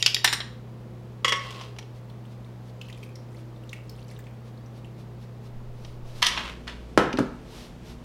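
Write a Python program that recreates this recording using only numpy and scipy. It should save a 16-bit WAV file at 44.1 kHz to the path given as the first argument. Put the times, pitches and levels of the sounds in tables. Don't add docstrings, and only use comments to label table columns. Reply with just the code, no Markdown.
import sys
import numpy as np
from scipy import signal
from scipy.fft import rfft, irfft, next_fast_len
from scipy.io import wavfile
from scipy.ndimage import map_coordinates

SR = 44100
rng = np.random.default_rng(int(sys.argv[2]) if len(sys.argv) > 2 else 0)


def put_to_file(sound):
    columns = np.atleast_2d(sound).T
    safe = np.clip(columns, -1, 1)
    whole_steps = np.round(safe * 32767)
    wavfile.write(sys.argv[1], SR, whole_steps.astype(np.int16))


N = 354563

# mains_multiple, level_db
KITCHEN_MAINS = [(1, -57), (2, -42), (4, -64.5)]
DINING_MAINS = [(2, -51.5), (4, -53.5)]
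# pitch_hz, level_db
FAN_HUM = [(153, -60.5), (186.5, -57.5), (202.5, -63.5), (219.5, -61), (235, -60), (322, -62.5), (356, -67),
           (415, -66), (511, -65.5)]
FAR_MOTOR_HUM = [(47, -53), (153.5, -58), (168, -62), (187, -54.5), (205, -64), (237, -62), (356, -59),
                 (441, -60.5), (513, -67), (630, -67)]
# pitch_hz, level_db
KITCHEN_AIR_TONE = [(12, -48), (30, -12.5), (60, -3.5), (90, -9.5), (160, -7.5), (235, -9.5), (270, -11),
                    (400, -9), (520, -11), (800, -16.5), (1100, -19), (1500, -25), (4500, -34.5),
                    (9000, -44.5), (16000, -45.5)]
DINING_AIR_TONE = [(20, -6), (45, 4.5), (90, -5), (170, 0), (300, -5), (500, -9.5), (800, -13.5),
                   (1500, -22), (3000, -24.5), (7000, -34.5), (16000, -46.5)]
# pitch_hz, decay_s
ROOM_DECAY = [(150, 0.44), (500, 0.39), (1400, 0.52), (4000, 0.41), (9000, 0.29), (16000, 0.25)]

# pitch_hz, level_db
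CLOTH_TONE = [(700, 3), (1800, -3), (3500, 0.5), (5500, -3.5), (7500, -11), (12000, -14), (16000, -26)]
# start_s, period_s, stop_s, level_db
SWISH_RUNS = [(1.968, .358, 4.6, -60), (4.775, 0.2285, 5.55, -58)]
# middle_s, level_db, half_length_s
ARM_MOVES = [(5.86, -58, 0.097), (6.09, -55.5, 0.041), (6.189, -49, 0.05), (7.59, -47.5, 0.1005),
             (7.895, -51, 0.051)]
# start_s, level_db, brightness_db_per_octave
TAPS = [(1.506, -32.5, 6), (1.611, -28, -1.5), (1.764, -39.5, -2.5), (1.786, -27, 2), (1.826, -40.5, 0),
        (5.848, -34.5, -1.5), (7.128, -22, -3), (7.172, -23.5, -2.5)]
# pitch_hz, level_db
TAP_TONE = [(400, -26), (850, -2), (1400, -11), (3000, -3.5), (4500, -13), (5800, -8.5), (7000, -21.5),
            (12800, -34.5), (16000, -44)]

# start_s, level_db, bubble_hz, splash_db
BIG_DROPS = [(2.8138, -26.5, 2800, -18), (2.885, -38.5, 3050, -4), (2.8983, -35, 2430, -2),
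             (2.9264, -34, 3450, -22), (2.9746, -41, 2240, -2.5), (3.03, -32.5, 2790, -4),
             (3.1557, -34.5, 4970, -22), (3.693, -35.5, 4000, 1), (3.7298, -24, 2410, -13.5),
             (3.8951, -35, 4900, 1), (4.1116, -40, 2080, 0), (4.1906, -37, 1950, 2),
             (4.2667, -40.5, 2300, -17)]
# middle_s, level_db, half_length_s
GUSHES = [(2.92, -62, .12), (3.36, -62.5, .06), (3.69, -65, .05), (4.06, -58.5, .15)]
# start_s, level_db, ring_hz, brightness_db_per_octave
SHELL_HITS = [(-0.025, -12.5, 2780, 7), (0.0258, -9, 3720, 0.5), (0.062, -4.5, 2916, 3),
              (0.0651, -7.5, 2650, 1), (0.0773, -18.5, 3330, -3.5), (0.1452, -8.5, 3780, 5),
              (0.1655, -18, 1900, -4.5)]
# pitch_hz, level_db
SHELL_TONE = [(240, -60), (400, -29.5), (616, -35), (655, -38), (777, -20.5), (2050, -9), (2840, 2.5),
              (4240, -5.5), (4800, 0.5), (7870, -23), (12500, -27.5), (16000, -44.5)]

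# start_s, level_db, treble_limit_hz, ring_db
WOK_HITS = [(0.244, -2.5, 14600, -9.5), (0.2752, -9.5, 6000, -12), (0.3275, -11.5, 12600, -10),
            (0.335, -15.5, 14000, -22), (0.403, -19, 5000, -13)]
# pitch_hz, level_db
WOK_TONE = [(120, -37), (350, -12), (520, -16), (900, -5.5), (1400, -7.5), (1800, 0), (2400, -7),
            (3500, -1.5), (4100, 2), (4500, -11), (5400, -0.5), (6400, -15.5), (9500, -11), (10400, -27),
            (13000, -13), (16000, -29)]
# pitch_hz, level_db, decay_s
WOK_MODES = [(856, -14, .17), (1820, -5, .14), (1997, -6, .33), (2939, -4, .24), (3500, 0, .2),
             (4081, -1, .32), (5464, -4, .26), (7115, -5, .38), (8895, -3, .33), (10905, -12, .22),
             (13080, -7, .11)]

# start_s, level_db, first_bounce_change_db
STICK_LANDINGS = [(1.2455, -7, -7.5), (1.3216, -9, -20.5)]
# pitch_hz, level_db
STICK_TONE = [(150, -61), (300, -21), (490, -8.5), (700, -31), (1080, -6.5), (1550, -16), (2020, 2.5),
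              (2400, -15), (2850, -2.5), (3400, -7), (3900, -15), (5630, -14.5), (12300, -37.5),
              (16000, -58)]
# pitch_hz, level_db, decay_s
STICK_MODES = [(454, -9, 0.14), (547, -11, 0.48), (1106, 0, 0.41), (1292, -5.5, 0.23), (1990, -0.5, 0.3),
               (2143, -6, 0.35), (2810, -8.5, 0.38), (2880, -12, 0.19), (3330, 4.5, 0.17), (5610, -5, 0.15)]
# pitch_hz, width_hz, level_db
ROLL_MODES = [(1077, 32, 12), (1290, 22, -7), (1990, 39, 0.5), (2910, 150, 5), (3250, 56, -3.5),
              (3650, 120, 1.5), (4970, 56, -5)]
# pitch_hz, level_db
ROLL_TONE = [(240, -32), (400, -3), (545, -5.5), (676, -11.5), (1070, -12.5), (1180, -11.5), (2320, -16.5),
             (2800, -5.5), (10500, -33), (16000, -44.5)]

# start_s, level_db, brightness_db_per_octave, echo_db
TRIVET_HITS = [(6.226, -2, 0.5, -2.5), (6.2663, -4.5, 4, -4.5), (6.375, -12.5, -5, -3),
               (6.677, -21, -2, -2.5)]
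# pitch_hz, level_db
SLAP_TONE = [(180, -48), (300, -23.5), (900, -13.5), (978, -2.5), (1480, -11.5), (1690, -2.5), (2250, -6.5),
             (3290, 0), (4990, -10), (5430, -9), (8360, -25), (9880, -25), (13800, -35.5), (16000, -58)]
SCRAPE_TONE = [(240, -43), (400, -14), (636, -7), (697, -15), (994, -4), (1490, -8), (1650, -7.5),
               (2840, -6.5), (12300, -38), (16000, -46)]
# pitch_hz, level_db, decay_s
BLOCK_MODES = [(980, -2, .12), (1280, -5, .15), (1690, -4, .12), (1973, 2, .15), (2780, -1, .12),
               (3165, 0, .12), (3490, -2, .12), (4360, -7, .1), (5362, -6, .1)]
# start_s, stop_s, level_db
SLIDES = [(6.307, 6.492, -38.5), (6.681, 6.679, -40)]

# start_s, level_db, brightness_db_per_octave, ring_db
BOWL_HITS = [(6.976, 1, 1, -4.5), (6.980, -8.5, 1.5, -2), (6.987, -10.5, -0.5, -20), (7.187, -10, -0.5, -8),
             (7.191, -15, 2.5, -12)]
# pitch_hz, level_db
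THUD_TONE = [(41, -55), (70, -28), (86, -19), (129, -5.5), (199, -8.5), (233, -6), (441, 0), (472, -3),
             (529, -4.5), (1100, -12), (1310, -14.5), (3910, -27), (9700, -43), (14000, -53), (16000, -89)]
# pitch_hz, level_db, decay_s
TABLE_MODES = [(145, -10, 0.44), (199, -2.5, 0.33), (319, -6, 0.25), (431, -0.5, 0.114), (472, -2, 0.15),
               (507, 0.5, 0.17), (790, -14, 0.6), (884, -8, 0.43), (1016, -12.5, 0.41), (1279, 0, 0.12),
               (1340, -9, 0.19), (1720, -19, 0.25)]
# start_s, level_db
FOOT_TOUCHES = [(7.138, -25.5), (7.197, -20)]
# pitch_hz, level_db, decay_s
ROCK_MODES = [(148, -6.5, 0.16), (199, -12.5, 0.23), (249.4, 0, 0.23), (290.6, -5.5, 0.2),
              (389, -6.5, 0.21), (546, -5.5, 0.064)]

MAINS_HZ, TOP_HZ = 60.03, 15900
TIME_S = np.arange(N) / SR
HIT_S = np.arange(2 ** 15) / SR
HIT_HZ = np.fft.rfftfreq(len(HIT_S), 1 / SR)


def amp(db):
    return 10 ** (np.asarray(db) / 20)


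def unit_level(x):
    return x / np.sqrt(np.mean(x ** 2) + 1e-20)


def unit_energy(x):
    return x / (np.linalg.norm(x) + 1e-12)


def look_up(points, hz):
    pitches, values = np.transpose(points)
    return np.interp(np.log(hz + 1), np.log(pitches + 1), values)


def wobble(per_s):
    points = rng.standard_normal(int(N * per_s / SR) + 4)
    return map_coordinates(points, [TIME_S * per_s])


def filtered(x, gain_at):
    size = next_fast_len(N + SR // 2)
    return irfft(rfft(x, size) * gain_at(np.fft.rfftfreq(size, 1 / SR)), size)[:N]


def with_tone(x, tone):
    return unit_level(filtered(x, lambda hz: amp(look_up(tone, hz))))


def noise(tone):
    return with_tone(rng.standard_normal(N), tone)


def fade(decay_s, t=HIT_S):
    return np.exp(-np.log(1000) * t / decay_s)


def held(start_s, stop_s, rise_db_per_s, fall_db_per_s):
    early_s, late_s = np.maximum(start_s - TIME_S, 0), np.maximum(TIME_S - stop_s, 0)
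    return amp(-rise_db_per_s * early_s - fall_db_per_s * late_s)


def swells(rows):
    return sum(amp(db) * np.exp(-((TIME_S - s) / half_s) ** 2) for s, db, half_s in rows)


def add(track, start_s, sound):
    start = round(start_s * SR)
    rest = sound[max(-start, 0):]
    part = track[max(start, 0):][:len(rest)]
    part += rest[:len(part)]


def clack(tone, bright, chatter_s, rise_s, limit_hz=30000):
    softness = 1 / (1 + (HIT_HZ / limit_hz) ** 8)
    gain = softness * amp(look_up(tone, HIT_HZ) + bright * np.log2(np.maximum(HIT_HZ, 200)))
    first_half = np.arange(len(HIT_S)) < len(HIT_S) // 2
    body = np.exp(rfft(irfft(np.log(gain)) * 2 * first_half))
    force = rng.standard_normal(len(HIT_S)) * fade(chatter_s) * (1 - fade(rise_s))
    return unit_energy(irfft(rfft(force) * body))


def ring(modes):
    chance = rng.standard_normal((len(modes), 2))
    notes = (np.sign(side) * amp(db + extra_db) * np.sin(2 * np.pi * hz * HIT_S) * fade(decay_s)
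             for (hz, db, decay_s), (extra_db, side) in zip(modes, chance))
    return unit_energy(sum(notes))


def crackle(per_s, spread_db):
    happens = rng.random(N) < per_s / SR
    return unit_level(happens * rng.standard_normal(N) * amp(spread_db * rng.standard_normal(N)))


def in_room(sound, echo_db):
    hz, t, bands = signal.stft(rng.standard_normal(len(HIT_S)), SR, nperseg=256)
    bands *= fade(look_up(ROOM_DECAY, hz)[:, None], t)
    tail = signal.istft(bands, SR, nperseg=256)[1][:len(HIT_S)]
    echo = signal.fftconvolve(sound, tail * (1 - fade(0.012)))[:len(HIT_S)]
    return sound + amp(echo_db) * np.linalg.norm(sound) * unit_energy(echo)


def hum(notes, waver_db, drift_rad):
    out = np.zeros(N)
    for hz, db in notes:
        strength = np.sqrt(2) * amp(db + waver_db * wobble(2.2))
        out += strength * np.sin(2 * np.pi * (hz * TIME_S + rng.random()) + drift_rad * wobble(1.92))
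    return out


def mains_hum(rows):
    return hum([(round(multiple) * MAINS_HZ, db) for multiple, db in rows], 0.1, drift_rad=0.019)


def beating_motors(gap_hz=0.6, lull_s=7.57, second_motor_db=-2.5):
    beat = np.abs(1 - amp(second_motor_db) * np.exp(2j * np.pi * gap_hz * (TIME_S - lull_s)))
    return beat * mains_hum([(1, -48.5)])


def rooms(change_s=6.215):
    kitchen = mains_hum(KITCHEN_MAINS) + hum(FAN_HUM, waver_db=3.5, drift_rad=0.405)
    kitchen += amp(-49.5) * noise(KITCHEN_AIR_TONE)
    dining = mains_hum(DINING_MAINS) + beating_motors()
    dining += hum(FAR_MOTOR_HUM, waver_db=1.3, drift_rad=0.36) + amp(-46.5) * noise(DINING_AIR_TONE)
    blend = np.clip((TIME_S - change_s) / 0.016, 0, 1)
    rumble = noise([(4, -10), (11, 2.5), (24, -6), (40, -20), (60, -15.5), (200, -68), (1000, -120)])
    rumble *= amp(-40.5) * held(5.58, 6.22, rise_db_per_s=220, fall_db_per_s=140)
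    return (1 - blend) * kitchen + blend * dining + rumble


def clothes(half_stroke_s=0.029):
    strokes = [(s, db, half_stroke_s) for start, period, stop, db in SWISH_RUNS
               for s in np.arange(start, stop, period)]
    return noise(CLOTH_TONE) * swells(strokes + list(ARM_MOVES))


def taps():
    out = np.zeros(N)
    for s, db, bright in TAPS:
        tap = clack(TAP_TONE, bright, chatter_s=0.042, rise_s=0.003)
        add(out, s, amp(db + 15) * in_room(tap, echo_db=-9))
    return out


def bubble(hz, cycles):
    t = HIT_S[:SR // 25]
    life_s = cycles / hz
    pitch_hz = hz * (0.924 + 0.15 * (1 - fade(2 * life_s, t)))
    loudness = fade(life_s, t) * (1 - fade(life_s / 4, t))
    return unit_energy(loudness * np.sin(2 * np.pi * np.cumsum(pitch_hz) / SR))


def bubble_cluster(hz, scatter, cycles, span_s, count):
    out = np.zeros(len(HIT_S))
    for k, (pitch, size, when) in enumerate(rng.standard_normal((count, 3))):
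        s = span_s * abs(when) * (k > 0)
        bubble_hz = min(hz * np.exp(scatter * pitch), TOP_HZ)
        add(out, s, amp(4.3 * size - 6 * s / span_s) * bubble(bubble_hz, cycles))
    return unit_energy(out)


def drop(hz, splash_db, splat_db):
    plip = bubble_cluster(hz, scatter=0.097, cycles=34, span_s=0.0037, count=6)
    splat_tone = [(hz / 3, -25), (hz, 0), (2 * hz, -13), (TOP_HZ + 5000, -28)]
    splat = clack(splat_tone, bright=0, chatter_s=0.038, rise_s=0.0042)
    splash = bubble_cluster(7500, scatter=0.46, cycles=31, span_s=0.01, count=10)
    return amp(11) * in_room(plip + amp(splat_db) * splat + amp(splash_db - 4) * splash, echo_db=-6.5)


def small_drops(flow, count=28, crowding=0.7):
    fallen = np.cumsum(flow ** crowding)
    shares = (np.arange(count) + rng.random(count)) / count
    times_s = np.searchsorted(fallen / fallen[-1], shares) / SR
    out = np.zeros(N)
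    for s, (size, pitch) in zip(times_s, np.clip(rng.standard_normal((count, 2)), -2, 2)):
        add(out, s, amp(-44.5 + 3 * size) * drop(3890 * 2 ** (0.5 * pitch), splash_db=-6.5, splat_db=-14))
    return out


def broth():
    flow = amp(-73) * held(2.05, 4.85, rise_db_per_s=151, fall_db_per_s=150) + swells(GUSHES)
    drops = np.zeros(N)
    for s, db, hz, splash_db in BIG_DROPS:
        add(drops, s, amp(db) * drop(hz, splash_db, splat_db=-4.5))
    drops += small_drops(flow)
    fizz = np.zeros(N)
    for when, pitch, size in rng.random((5000, 3)):
        add(fizz, when * N / SR, amp(12 * size ** 2) * bubble(2200 * 6 ** pitch, cycles=32))
    return drops + amp(-5.5) * flow * with_tone(fizz, [(2000, 0), (6000, 0), (15000, -6)])


def shells():
    out = np.zeros(N)
    for s, db, hz, bright in SHELL_HITS:
        click = clack(SHELL_TONE, bright, chatter_s=0.021, rise_s=0.002)
        ping = ring([(hz, 0, 0.025), (1.9 * hz, -5, 0.016)])
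        add(out, s, amp(db + 15) * in_room(click + amp(-3) * ping, echo_db=-8))
    return out


def wok():
    out = np.zeros(N)
    for s, db, limit_hz, ring_db in WOK_HITS:
        steel = ring([mode for mode in WOK_MODES if mode[0] < 1.2 * limit_hz])
        knock = clack(WOK_TONE, bright=0, chatter_s=0.056, rise_s=0.0019, limit_hz=limit_hz)
        add(out, s, amp(db + 16) * (in_room(knock, echo_db=-7.5) + amp(ring_db - 2.5) * steel))
    return out


def stick_knock(bright, ring_db):
    damped = ring([(hz, db, 0.21 * decay_s) for hz, db, decay_s in STICK_MODES]) * (1 - fade(0.003))
    knock = clack(STICK_TONE, bright, chatter_s=0.058, rise_s=0.0045)
    return amp(15) * in_room(knock + amp(-0.5) * damped + amp(ring_db) * ring(STICK_MODES), echo_db=-6)


def stick_roll():
    def stick_gain(hz):
        return sum((-1) ** k * amp(db) * 1j * hz * width / (pitch ** 2 - hz ** 2 + 1j * hz * width)
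                   for k, (pitch, width, db) in enumerate(ROLL_MODES))
    bumps = crackle(per_s=3500, spread_db=0)
    roll = amp(-7) * unit_level(filtered(bumps, stick_gain)) + amp(-5.5) * with_tone(bumps, ROLL_TONE)
    return amp(-39.5) * held(1.425, 1.63, rise_db_per_s=170, fall_db_per_s=160.5) * roll


def chopsticks(first_hop_s=0.035, hop_shrink=0.3, loss_db=1.5):
    out = np.zeros(N)
    delays_s = np.cumsum(first_hop_s * hop_shrink ** np.arange(2))
    for s, db, bounce_db in STICK_LANDINGS:
        add(out, s, amp(db) * stick_knock(bright=-0.91, ring_db=-14.5))
        for k, delay_s in enumerate(delays_s):
            add(out, s + delay_s, amp(db + bounce_db - k * loss_db) * stick_knock(bright=2.5, ring_db=1))
    return out + stick_roll()


def trivet():
    out = np.zeros(N)
    for s, db, bright, echo_db in TRIVET_HITS:
        for delay_s, touch_db in [(-0.006, -10.5), (0, 0), (0.019, -10)]:
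            slap = clack(SLAP_TONE, bright, chatter_s=0.033, rise_s=0.002)
            wood = in_room(slap, echo_db) + amp(-6.5) * ring(BLOCK_MODES)
            add(out, s + delay_s, amp(db + touch_db + 12) * wood)
    scrape = with_tone(crackle(per_s=3200, spread_db=-1), SCRAPE_TONE)
    pushes = sum(amp(db) * held(start, stop, rise_db_per_s=4996, fall_db_per_s=196)
                 for start, stop, db in SLIDES)
    return out + pushes * scrape


def bowl():
    out = np.zeros(N)
    for s, db, bright, ring_db in BOWL_HITS:
        thud = clack(THUD_TONE, bright, chatter_s=0.0026, rise_s=0.00032)
        rattle = clack(THUD_TONE, bright, chatter_s=0.0474, rise_s=0.0028)
        thump = thud + amp(-7.5) * rattle + amp(ring_db) * ring(TABLE_MODES)
        add(out, s, amp(db + 14.5) * in_room(thump, echo_db=-3.5))
    for s, db in FOOT_TOUCHES:
        soft_bump = ring(ROCK_MODES) * (1 - fade(0.015))
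        add(out, s, amp(db + 31) * in_room(soft_bump, echo_db=-12.5))
    return out


def scene():
    mono = shells() + wok() + chopsticks() + taps() + broth() + trivet() + bowl() + clothes() + rooms()
    return np.array([mono, mono])


def record(dry):
    return np.array([filtered(np.clip(channel, -1, 1), lambda hz: hz < TOP_HZ) for channel in dry])


dry = scene()
out = record(dry)
put_to_file(out)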